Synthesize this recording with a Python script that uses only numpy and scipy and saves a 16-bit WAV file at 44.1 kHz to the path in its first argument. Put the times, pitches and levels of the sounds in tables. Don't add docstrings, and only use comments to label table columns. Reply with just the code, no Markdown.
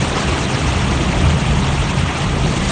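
import sys
import numpy as np
from scipy import signal
from scipy.io import wavfile
from scipy.ndimage import uniform_filter1d

SR = 44100
rng = np.random.default_rng(int(sys.argv[2]) if len(sys.argv) > 2 else 0)


def bounce(signal):
    frames = np.transpose(np.atleast_2d(signal))
    limited = np.clip(frames, -1, 1)
    pcm = np.round(limited * 32767).astype(np.int16)
    wavfile.write(sys.argv[1], SR, pcm)


N = 119511


def from_db(db):
    return 10 ** (np.asarray(db) / 20)


def rms_one(x):
    return x / np.sqrt(np.mean(x ** 2) + 1e-20)


def in_time(rows):
    time_s, *columns = np.transpose(rows)
    return [np.interp(np.arange(N) / SR, time_s, column) for column in columns]


def drift(pole_hz):
    r = np.exp(-2 * np.pi * pole_hz * 40 / SR)
    noise = rng.standard_normal(N // 40 + 2002)
    slow = signal.lfilter([1], [1, -2 * r, r * r], noise)[2000:]
    return np.interp(np.arange(N) / 40, np.arange(len(slow)), rms_one(slow))


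def flutter(pole_hz):
    wander = drift(pole_hz)
    return rms_one(wander - uniform_filter1d(wander, size=SR // 7))


BOOM_EVENED, BOOM_EVEN_S = 0.5, 0.1


def boom(modes, level_db):
    out = np.zeros(N)
    for hz, width_hz, db in modes:
        r = np.exp(-np.pi * width_hz / SR)
        resonance = [1, 0, -1, 1, -2 * r * np.cos(2 * np.pi * hz / SR), r * r]
        ringing = signal.sosfilt([resonance] * 2, rng.standard_normal(N + SR))[SR:]
        out += from_db(db) * rms_one(ringing)
    chance_power = uniform_filter1d(rms_one(out) ** 2, size=int(BOOM_EVEN_S * SR)) + .01
    return from_db(level_db) * rms_one(out / chance_power ** (BOOM_EVENED / 2))


# (time [s], deep level [dB], lower level [dB], upper level [dB])
BOOM_LEVELS = [(0.0, -39, -32, -13.5), (0.07, -37, -22, -29.5), (0.23, -24.5, -31, -21.5),
               (0.32, -36, -14.5, -25.5), (0.37, -35, -31, -24.5), (0.43, -40, -23, -22.5),
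               (0.5, -36, -33, -21.5), (0.57, -43, -26, -20.5), (0.69, -27, -19.5, -21),
               (1.07, -30, -21, -20), (1.18, -18.5, -25.5, -21), (1.24, -27.5, -9.5, -15.5),
               (1.45, -37, -30, -19.5), (1.49, -25, -15, -15), (1.64, -30, -24, -19),
               (1.81, -18, -20.5, -21), (1.85, -33, -25, -20.5), (2.06, -35, -16, -17),
               (2.1, -37, -28, -26.5), (2.2, -38, -27, -26), (2.26, -27, -25, -13.5),
               (2.29, -22.5, -22.5, -23), (2.51, -28.5, -25, -16.5), (2.55, -33, -35, -21.5),
               (2.6, -26, -25, -18.5), (2.71, -28, -18.5, -23.5)]
# (frequency [Hz], width of one pass [Hz], level within its group [dB])
DEEP_RESONANCES = [(38.8, 17, -5.5), (47, 20, -1)]
# (frequency [Hz], width of one pass [Hz], level within its group [dB])
LOWER_RESONANCES = [(62.1, 31, 0), (77.7, 24, 1)]
# (frequency [Hz], width of one pass [Hz], level within its group [dB])
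UPPER_RESONANCES = [(105.8, 24, -11), (133.5, 31, 0), (158.6, 33, -7), (189.5, 37.3, -5.5)]


def cabin_boom():
    deep_db, lower_db, upper_db = in_time(BOOM_LEVELS)
    deep = boom(DEEP_RESONANCES, deep_db)
    lower = boom(LOWER_RESONANCES, lower_db)
    return deep + lower + boom(UPPER_RESONANCES, upper_db)


SPATTER_PER_S, SPATTER_CYCLES = 400, 40.0
SPATTER_DB, SPATTER_SPREAD_DB = -12.5, 3.5


def spatter():
    sizes = from_db(SPATTER_SPREAD_DB * np.minimum(rng.exponential(1, N), 4))
    sizes *= rng.choice([-1, 1], N)
    sizes *= rng.random(N) < SPATTER_PER_S / SR
    pitch_index, out = rng.integers(0, 40, N), np.zeros(N)
    for k, hz in enumerate(np.geomspace(600, 8500, num=40)):
        r, w = from_db(-60 * hz / (SPATTER_CYCLES * SR)), 2 * np.pi * hz / SR
        hits = sizes * (pitch_index == k) + 1e-18
        out += hz * signal.lfilter([0, np.sin(w)], [1, -2 * r * np.cos(w), r * r], hits)
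    return from_db(SPATTER_DB) * rms_one(out)


DROPS_PER_S, DROP_SPREAD_DB, DROP_SHARE = 4000, 2.5, 0.4


def water_on_glass():
    sizes = from_db(DROP_SPREAD_DB * np.minimum(rng.exponential(1, (2, N)), 5))
    sizes *= rng.choice([-1, 1], (2, N))
    drops = rms_one(sizes * (rng.random((2, N)) < DROPS_PER_S / SR))
    sheet = rng.standard_normal((2, N))
    return np.sqrt(DROP_SHARE) * drops + np.sqrt(1 - DROP_SHARE) * sheet + spatter()


# (frequency [Hz], width [Hz], gain [dB])
GLASS_RESONANCES = [(1249, 41, 4.5), (2500, 690, 1.33), (4890, 130, -7), (4990, 110, -4), (7750, 630, -3.5)]


def through_glass(x):
    for hz, width_hz, db in GLASS_RESONANCES:
        b, a = signal.iirpeak(hz, hz / width_hz, fs=SR)
        x = x + (from_db(db) - 1) * signal.lfilter(b, a, x)
    return x


# (time [s], low mids level [dB], mids level [dB], treble level [dB])
SPRAY_LEVELS = [(0.031, -23.5, -22.5, -28), (0.131, -23, -25.5, -31.5), (0.181, -22, -21, -26.5),
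                (0.261, -25, -24, -30), (0.321, -22.5, -22.1, -28.5), (0.451, -23, -24.5, -30),
                (0.751, -24.5, -23.5, -30), (1.001, -24, -24.5, -31.5), (1.201, -22.5, -23, -31),
                (1.401, -25.1, -25, -32.1), (1.751, -25.6, -24.5, -31), (2.001, -27.5, -25, -32),
                (2.091, -26, -23.5, -33.5), (2.201, -25.6, -24.5, -30.5), (2.351, -24.5, -25.5, -33.5),
                (2.501, -24.5, -25.5, -30), (2.666, -28, -25, -30.1), (2.696, -21.5, -23, -23)]
# (frequency [Hz], density [dB per Hz])
SPRAY_DENSITY = [(120, -35), (210, -4.5), (326, -7), (382, -8), (483, -12), (1030, -10), (1240, -14.5),
                 (1390, -15), (2950, -16.5), (4440, -23), (4950, -24), (6780, -24.5), (9000, -28.5)]
REGION_BORDERS_HZ = [700, 3500]
SURGE_DB, SURGE_POLE_HZ = .55, 30.0
PATCH_DB, PATCH_POLE_HZ = 1.72, 25.5
TREBLE_FLUTTER = 1.2


def spray():
    water = water_on_glass()
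    colour_hz, colour_db = np.transpose(SPRAY_DENSITY)
    edges_hz = 180 * 2 ** (np.arange(24) / 4)
    regions, surge = np.zeros((3, N)), flutter(SURGE_POLE_HZ)
    for k, (low_hz, high_hz) in enumerate(zip(edges_hz, edges_hz[1:])):
        band_pass = signal.butter(2, [low_hz, high_hz], "band", fs=SR, output="sos")
        band = signal.sosfilt(band_pass, water[k % 2])
        centre_hz = np.sqrt(low_hz * high_hz)
        region = np.searchsorted(REGION_BORDERS_HZ, centre_hz)
        flutter_db = SURGE_DB * surge + PATCH_DB * flutter(PATCH_POLE_HZ)
        if region == 2:
            flutter_db = flutter_db * TREBLE_FLUTTER
        band_db = np.interp(np.log(centre_hz), np.log(colour_hz), colour_db)
        regions[region] += band * from_db(band_db + flutter_db)
    levels_db = in_time(SPRAY_LEVELS)
    return through_glass(sum(from_db(db) * rms_one(x) for db, x in zip(levels_db, regions)))


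def scene():
    return (cabin_boom() + spray())[None]


CUTOFF_HZ = 9100


def record(dry):
    return signal.sosfilt(signal.ellip(13, .5, 90, CUTOFF_HZ, fs=SR, output="sos"), dry)


dry = scene()
out = record(dry)
bounce(out)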